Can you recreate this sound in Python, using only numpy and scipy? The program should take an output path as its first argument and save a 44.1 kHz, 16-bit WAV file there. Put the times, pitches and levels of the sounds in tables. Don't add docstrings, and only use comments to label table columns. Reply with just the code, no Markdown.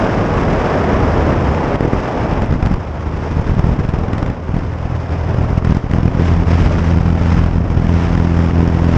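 import sys
import numpy as np
from scipy import signal
from scipy.fft import rfft, irfft, next_fast_len
from scipy.io import wavfile
from scipy.ndimage import uniform_filter1d

SR = 44100
rng = np.random.default_rng(int(sys.argv[2]) if len(sys.argv) > 2 else 0)


def store_wav(level_fs):
    pcm = np.round(np.clip(np.atleast_2d(level_fs), -1, 1) * 32767)
    wavfile.write(sys.argv[1], SR, pcm.T.astype(np.int16))


N = 395577
TIME = np.arange(N) / SR

# t/s, relative level/dB, share of the full, throaty kind/0-1
WASH_ROAR = [(0, -16, .6), (.06, -17, .6), (.13, -18, 0.61), (0.87, -16.5, 0.94), (1.17, -17.5, 0.72),
             (1.26, -19, 0.75), (1.32, -17, .9), (1.45, -18.5, .9), (1.75, -18, 0.81), (1.765, -22.5, 0.93),
             (1.8, -25, .93), (1.84, -20.5, 1), (1.91, -23.5, 1), (1.94, -20.5, 0.98), (2, -22, 0.89),
             (2.2, -19.5, 0.68), (2.31, -19, 0.85), (2.42, -23, 0.92), (2.475, -27.5, 0.8),
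             (2.85, -28.5, 0.52), (3.25, -26, 0.28), (3.95, -29, 0.61), (4.15, -24.5, .5),
             (4.35, -30.5, 0.9), (4.8, -30.5, 0.76), (4.93, -27.5, .6), (5.12, -29, 0.55),
             (5.38, -24, 0.57), (5.62, -30.5, 0.44), (5.87, -32, 0.18), (6.2, -26, 0.094),
             (6.45, -29.5, .02), (6.68, -25.5, 0.019), (7.05, -29.5, 0.037), (7.65, -29, 0.045),
             (8.96, -26.5, 0.083)]
# t/s, slap level/dB, relative level of the hiss burst/dB
BUFFETS = [(1.744, -5.5, -34), (1.8082, -1, -23), (1.8282, -8.5, -38), (1.8505, -5.5, -33),
           (1.8568, -7, -38), (1.877, -5, -37), (1.9337, 0.5, -34), (2.375, -9.5, -45), (2.4215, -2.5, -46),
           (2.5116, -4.5, -29), (2.5259, -1.5, -29), (2.54, -6.5, -30), (2.628, -1.5, -24.5),
           (2.655, -6.5, -28), (2.6715, -3.5, -30), (2.686, -10.5, -39), (2.7133, -4.5, -40),
           (2.741, -3, -27), (2.782, -11, -49), (3.3166, -10, -35), (3.3695, -4.5, -39),
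           (3.3964, -4.5, -42), (3.4954, -2, -35), (3.5192, -8, -40), (3.568, -7, -47), (3.5948, -2, -27),
           (3.6429, -2.5, -29), (3.6686, -6, -39), (3.6937, -4, -38), (3.7184, -4.5, -47),
           (3.7915, -5.5, -38), (3.8509, -3.5, -39), (3.8908, -3.5, -31), (3.939, -4, -29),
           (3.987, -3.5, -35), (4.0132, -9, -42), (4.0372, -6.5, -31.5), (4.085, -10.5, -34),
           (4.134, -5, -27), (4.182, -10.5, -28), (4.2287, -3, -26.5), (4.263, -8.5, -31),
           (4.302, -9, -28.5), (4.4923, -7.5, -45), (4.543, -5, -37), (4.5667, -3, -32.5),
           (4.59, -7.5, -42), (4.685, -13.5, -43), (4.855, -7.5, -43), (5.3454, -8.5, -37),
           (5.3867, -7.5, -34), (5.412, -6, -37), (5.444, -11, -38), (5.506, -10, -35), (5.5294, -6, -39),
           (5.5786, -0.5, -33), (5.6246, -8, -43), (5.6503, -4.5, -26), (5.6734, -3, -28),
           (5.6971, -3, -30), (5.7091, -3, -32.5), (5.7235, -4, -35), (5.749, -8.5, -29.5), (5.77, -2, -28),
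           (5.842, -9, -45), (5.8645, -12.5, -45), (5.899, -8.5, -36), (5.9138, -7, -28),
           (5.9366, -.5, -28.5), (5.9478, -3.5, -35), (5.9614, -4, -39), (5.9855, -1.5, -36),
           (6.0327, -4, -30), (6.057, -1, -27), (6.0803, -5, -29.5), (6.1514, -5.5, -36),
           (6.1734, -5, -32.5), (6.1978, -2.5, -37), (6.471, -5.5, -30), (6.662, -2.5, -28),
           (6.89, -2.5, -32), (6.9735, -1.5, -30), (6.9854, -4.5, -31), (7.058, -3.5, -33),
           (7.0812, -4, -34), (7.2145, -2.5, -36), (7.3685, -3, -32), (7.392, -4.5, -34), (7.44, -4.5, -31),
           (7.4635, -3, -33), (7.7031, -6, -34), (7.8466, -4.5, -36), (7.8939, -2, -29),
           (8.2249, -3.5, -35), (8.6776, -3.5, -29), (8.7493, -3, -31)]


def gain_of(db):
    return 10 ** (np.asarray(db) / 20)


def unit_rms(x):
    return x / np.sqrt(np.mean(x ** 2) + 1e-20)


def curve(rows, column=1, at=TIME):
    rows = np.asarray(rows)
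    return np.interp(at, rows[:, 0], rows[:, column])


def coloured(x, spectrum):
    size = next_fast_len(N + 4096)
    hz = np.fft.rfftfreq(size, 1 / SR)
    points_hz, db = np.transpose(spectrum)
    response = gain_of(np.interp(np.log(hz + 1), np.log(points_hz), db))
    return irfft(rfft(x, size) * unit_rms(response), size)[:N]


def wander(rate_hz):
    size = 2 ** 19
    hz = np.fft.rfftfreq(size, 1 / SR)
    spectrum = rfft(rng.standard_normal(N), size) / (1 + (hz / rate_hz) ** 4)
    return unit_rms(irfft(spectrum)[:N])


def add_centred(mix, s, sound):
    start = round(s * SR) - len(sound) // 2
    part = mix[max(start, 0):max(start + len(sound), 0)]
    part += sound[max(-start, 0):][:len(part)]


def shaft_turns(blade_s=6.1748):
    shaft_speed = [(0, 42), (2.3, 36), (3.8, 40.9), (5.4, 41.4), (6, 42.1), (6.55, 42.05), (7, 41.6),
                   (7.4, 42), (7.7, 41.7), (8, 42.35), (8.3, 42), (9, 42)]
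    turns = np.cumsum(curve(shaft_speed)) / SR
    return turns - np.interp(blade_s, TIME, turns)


def engine_drone(turns, waver_db=2, wobble_turns=.083):
    shaft_orders = [(1, -14.5), (2, 5.5), (3, 3.5), (4, -3.5), (5, -19.5), (6, -28.5)]
    tone_levels = [(0, -33, -8), (0.7, -25.5, -18), (1.2, -17.5, -21), (1.5, -17, -12), (1.8, -37, -1),
                   (2.6, -29, -16.5), (3.3, -21.5, -10), (3.6, -29.5, 7), (4.25, -28, 6), (4.38, -28, -10),
                   (4.75, -23, -3), (4.92, -19, 4), (5.04, -23, -3), (5.15, -19, -6), (5.4, -17, 2),
                   (5.9, -36.5, 0), (6.25, -31, -1), (7.25, -29.5, -3), (7.6, -35, 0), (9, -34, 4)]
    wobble = wobble_turns * gain_of(1.2 * (curve(WASH_ROAR) + 18))
    bent = turns + wobble * wander(12)
    uneven_db = curve(tone_levels, column=2)
    orders = [(round(k), gain_of(db + round(k) % 2 * uneven_db)) for k, db in shaft_orders]
    tone = sum(size * np.sin(2 * np.pi * k * bent) for k, size in orders)
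    rms = np.sqrt(sum(size ** 2 for _, size in orders) / 2)
    return tone / rms * gain_of(curve(tone_levels) + waver_db * wander(37))


def propeller_wash(slaps, bursts, gust_hz=40, swell_hz=5, grain_hz=400):
    hiss_levels = [(0, -33), (0.3, -36.5), (0.68, -33.5), (1, -35.5), (1.25, -36), (1.75, -36.5),
                   (1.775, -45), (1.8, -41), (1.85, -41.5), (2, -37.5), (2.33, -38), (2.49, -44.5),
                   (2.85, -45), (3.3, -39.5), (3.8, -44.5), (4.08, -46), (4.15, -42), (4.24, -46),
                   (4.4, -46.5), (5.42, -40.5), (5.55, -42), (5.61, -49), (5.7, -38), (5.84, -46.5),
                   (6.13, -43), (6.26, -33.5), (6.45, -44), (6.49, -35.5), (6.66, -33.5), (6.85, -36.5),
                   (7.13, -42.5), (7.3, -35), (7.6, -46.5), (8.03, -35), (8.22, -41), (8.42, -37.5),
                   (8.6, -43), (8.96, -37.5)]
    rumble_levels = [(0, -23.5), (.34, -19), (.6, -20.5), (1.4, -17), (1.68, -19), (1.85, -21.5),
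                     (2.1, -23.5), (2.74, -19.5), (2.8, -27), (3.1, -23), (3.35, -21), (3.7, -21.5),
                     (4.05, -22.5), (4.25, -20.5), (4.4, -26.5), (5.2, -27.5), (5.52, -18.5), (5.61, -32.5),
                     (5.7, -19), (5.83, -22.5), (6.2, -20), (7.1, -18.5), (7.4, -20.5), (8.2, -21.5),
                     (8.96, -21)]
    gustiness = [(0, 0.5), (2.3, .65), (2.6, 1)]
    # f/Hz, relative level/dB
    rumble_colour = [(10, -34), (22, -12), (38, 6), (60, 1.5), (100, 2.5), (170, -2.5), (260, -6),
                     (400, -18.5), (900, -39), (3000, -87.5)]
    throaty_colour = [(20, -27), (100, -0.5), (190, 2), (350, -1), (600, -2), (1000, -8), (1500, -14.5),
                      (2000, -19.5), (3000, -31), (4200, -47), (9000, -88)]
    thin_colour = [(20, -20), (100, 4), (200, -7.5), (400, -1.5), (600, -5), (900, -7.5), (1500, -17),
                   (2000, -27), (3000, -37), (4200, -54), (9000, -81.5)]
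    hiss_colour = [(100, -17.5), (500, -1.5), (1000, 5.5), (2000, 1.5), (3000, -5.5), (3700, -11),
                   (4250, -15.5), (5200, -9.5), (6000, -15), (7200, -22), (9000, -37), (10200, -43.5),
                   (12000, -64)]
    low, mid, high = rng.standard_normal((3, N))
    gust = wander(gust_hz) * curve(gustiness)
    swell = wander(swell_hz)
    trail = rough_air()

    roar = np.hypot(gain_of(curve(WASH_ROAR) + 2), trail * gain_of(-25)) * gain_of(1.32 * gust)
    stir = gain_of(-16) * uniform_filter1d(abs(slaps), size=90)
    roar = mid * np.hypot(roar, stir)
    throaty = np.clip(curve(WASH_ROAR, column=2), 0, 1)
    roar = coloured(roar * throaty, throaty_colour) + coloured(roar * (1 - throaty), thin_colour)

    hiss = np.hypot(gain_of(curve(hiss_levels) + 5), trail * gain_of(-33.5))
    hiss *= gain_of(1.6 * gust + .12 * swell)
    hiss = high * np.hypot(hiss, bursts * gain_of(2)) * gain_of(1.92 * wander(grain_hz))

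    rumble = np.hypot(gain_of(curve(rumble_levels)), trail * gain_of(-23.5))
    rumble *= low * gain_of(2.5 * gust + 3 * swell)
    return coloured(rumble, rumble_colour) + roar + coloured(hiss, hiss_colour)


def swirls(rows, puff_s=.0025, suction=.66, suction_width=.85, release=1.01, soft_hz=4000, drain_hz=13):
    breadth = [(1.8, 0.0006), (1.93, .00075), (2.45, 0.0012), (2.712, 0.0016), (2.741, 0.0024),
               (2.782, .0013), (3.6, 0.0015), (4.2, .0012), (4.55, 0.0014), (6.2, 0.0013), (6.72, 0.002),
               (6.95, 0.0014), (7.25, 0.0015), (8.03, 0.0013), (8.3, 0.0012)]
    t = np.arange(-700, 701) / SR
    puff = np.exp(-((t + .0003) / puff_s) ** 2 / 2)
    slaps, bursts = np.zeros(N), np.zeros(N)
    for s, size, hiss in rows:
        age = t / curve(breadth, at=s)
        before, after = np.maximum(-age, 0) / suction_width, np.maximum(age, 0)
        pull = suction * before * np.exp((1 - before ** 2) / 2)
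        push = after * np.exp((1 - after ** release) / release)
        add_centred(slaps, s, size * (push - pull))
        add_centred(bursts, s, hiss * puff)
    slaps = signal.lfilter(*signal.butter(2, soft_hz, fs=SR), slaps)
    return signal.lfilter(*signal.butter(1, drain_hz, "high", fs=SR), slaps), bursts


def buffet_slaps():
    return swirls([(s, gain_of(db), gain_of(hiss_db)) for s, db, hiss_db in BUFFETS], puff_s=.0014)


def rough_air(rise_s=.0024, decay_s=.012):
    t = np.arange(-4000, 4001) / SR
    patch = np.exp(np.minimum(t / rise_s, -t / decay_s))
    power = np.zeros(N)
    for s, db, _ in BUFFETS:
        add_centred(power, s, gain_of(db) ** 2 * patch)
    return np.sqrt(power)


def crackles(scatter_db=1.2, lead_s=.0016, decay_s=.0009):
    crackle_colour = [(300, -14), (3000, -2), (4200, -6.5), (5500, 2.5), (8000, -5.5), (10000, -12),
                      (12300, -16.5)]
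    t = np.arange(-300, 301) / SR
    crack = np.exp(-abs(t) / decay_s)
    out = np.zeros(N)
    for s, slap_db, _ in BUFFETS:
        size = gain_of(-40.5 + 3 * slap_db + scatter_db * rng.standard_normal())
        add_centred(out, s - lead_s, size * crack * rng.standard_normal(len(t)))
    return coloured(out, crackle_colour)


def airframe_ticks(trim_db=-9, decay_s=.0009):
    ticks = [(1.757, -9.5), (2.421, -10), (2.461, -14), (2.6612, -7.5), (2.7187, -18), (3.551, -20),
             (3.894, -12), (4.1827, -12.5), (5.647, -11), (8.223, -21)]
    tick_colour = [(200, 6.5), (1200, 8), (3000, 4), (4200, -7.5), (5300, -5.5), (8000, -13), (12000, -43)]
    t = np.arange(-300, 301) / SR
    crack = (t >= 0) * np.exp(-abs(t) / decay_s)
    out = np.zeros(N)
    for s, db in ticks:
        add_centred(out, s, gain_of(db + trim_db) * crack * rng.standard_normal(len(t)))
    return coloured(out, tick_colour)


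def glancing_slaps(turns, from_s=3.25, until_s=5.6, share=.4, level_db=-21, scatter_db=2.2):
    s = np.interp(np.arange(1, int(turns[-1]) + 1), turns, TIME)
    spread = rng.standard_normal(400)[:len(s)]
    grazes = (rng.random(400)[:len(s)] < share) & (s > from_s) & (s < until_s)
    size = gain_of(level_db + scatter_db * spread) * grazes
    return swirls(zip(s, size, size * gain_of(-26)))


def blade_flutter(turns, from_s=6.203, lag_turns=(0, .475), scatter_db=1.2, same_swirl_s=.006):
    blade_levels = [(6.21, -3.5, -6.5), (6.25, -10.5, -5.5), (6.32, -3.5, -9.5), (6.39, -11.5, -3.5),
                    (6.43, -8.5, -7), (6.455, -26.5, -19), (6.484, -3.5, -7), (6.6, -5, -11),
                    (6.71, -14, -9.5), (6.82, -12, -9), (6.95, -5, -7.5), (7.02, -7, -15.5),
                    (7.13, -4, -11.5), (7.22, -11, -6), (7.36, -2.5, -10.5), (7.47, -9.5, -24),
                    (7.585, -5.5, -8.5), (7.624, -16, -18), (7.69, -11.5, -15), (7.82, -4.5, -20.5),
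                    (7.95, -3, -4), (8.03, -11.5, -8.5), (8.2, -3, -12), (8.301, -6.5, -9.5),
                    (8.43, -4.5, -6), (8.52, -4.5, -11), (8.62, -5, -5), (8.72, -6.5, -12.5),
                    (8.9, -3, -9.5), (8.96, -5, -11)]
    jitter = [(6.2, .0006), (7, .00045), (7.9, .0004), (8.25, .00014)]
    whole_turns = np.arange(1, int(turns[-1]) + 1)
    buffet_times = np.transpose(BUFFETS)[0]
    rows = []
    for blade, lag in enumerate(lag_turns, 1):
        size, late, fizz = rng.standard_normal((len(whole_turns), 3)).T
        s = np.interp(whole_turns + lag, turns, TIME)
        s += late * curve(jitter, at=s)
        db = curve(blade_levels, blade, at=s) + .46 + scatter_db * np.clip(size, -2, 1.5)
        hiss = gain_of(db - 28.5 + scatter_db * fizz)
        to_buffet_s = abs(s[:, None] - buffet_times).min(axis=1)
        plays = (s > from_s) & (to_buffet_s > same_swirl_s)
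        rows += zip(s[plays], gain_of(db[plays]), hiss[plays])
    return swirls(rows)


def air_hoot(s=6.71, spread_s=.05, pitch_hz=590, width_hz=80, level_db=-27):
    edges_hz = [pitch_hz - width_hz / 2, pitch_hz + width_hz / 2]
    band = signal.butter(2, edges_hz, "band", fs=SR, output="sos")
    air = unit_rms(signal.sosfilt(band, rng.standard_normal(N)))
    return air * gain_of(level_db) * np.exp(-((TIME - s) / spread_s) ** 2 / 2)


def scene():
    turns = shaft_turns()
    slaps, bursts = np.sum([buffet_slaps(), glancing_slaps(turns), blade_flutter(turns)], axis=0)
    mix = slaps + engine_drone(turns) + propeller_wash(slaps, bursts)
    return (mix + air_hoot() + airframe_ticks() + crackles())[None]


def record(dry):
    ceiling, hardness, edge_hz = .92, 14, 12800
    rounded = dry / (1 + (dry / ceiling) ** hardness) ** (1 / hardness)
    low_pass = signal.firwin(511, edge_hz, window=("kaiser", 9), fs=SR)
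    return signal.oaconvolve(rounded, low_pass[None], "same")


dry = scene()
out = record(dry)
store_wav(out)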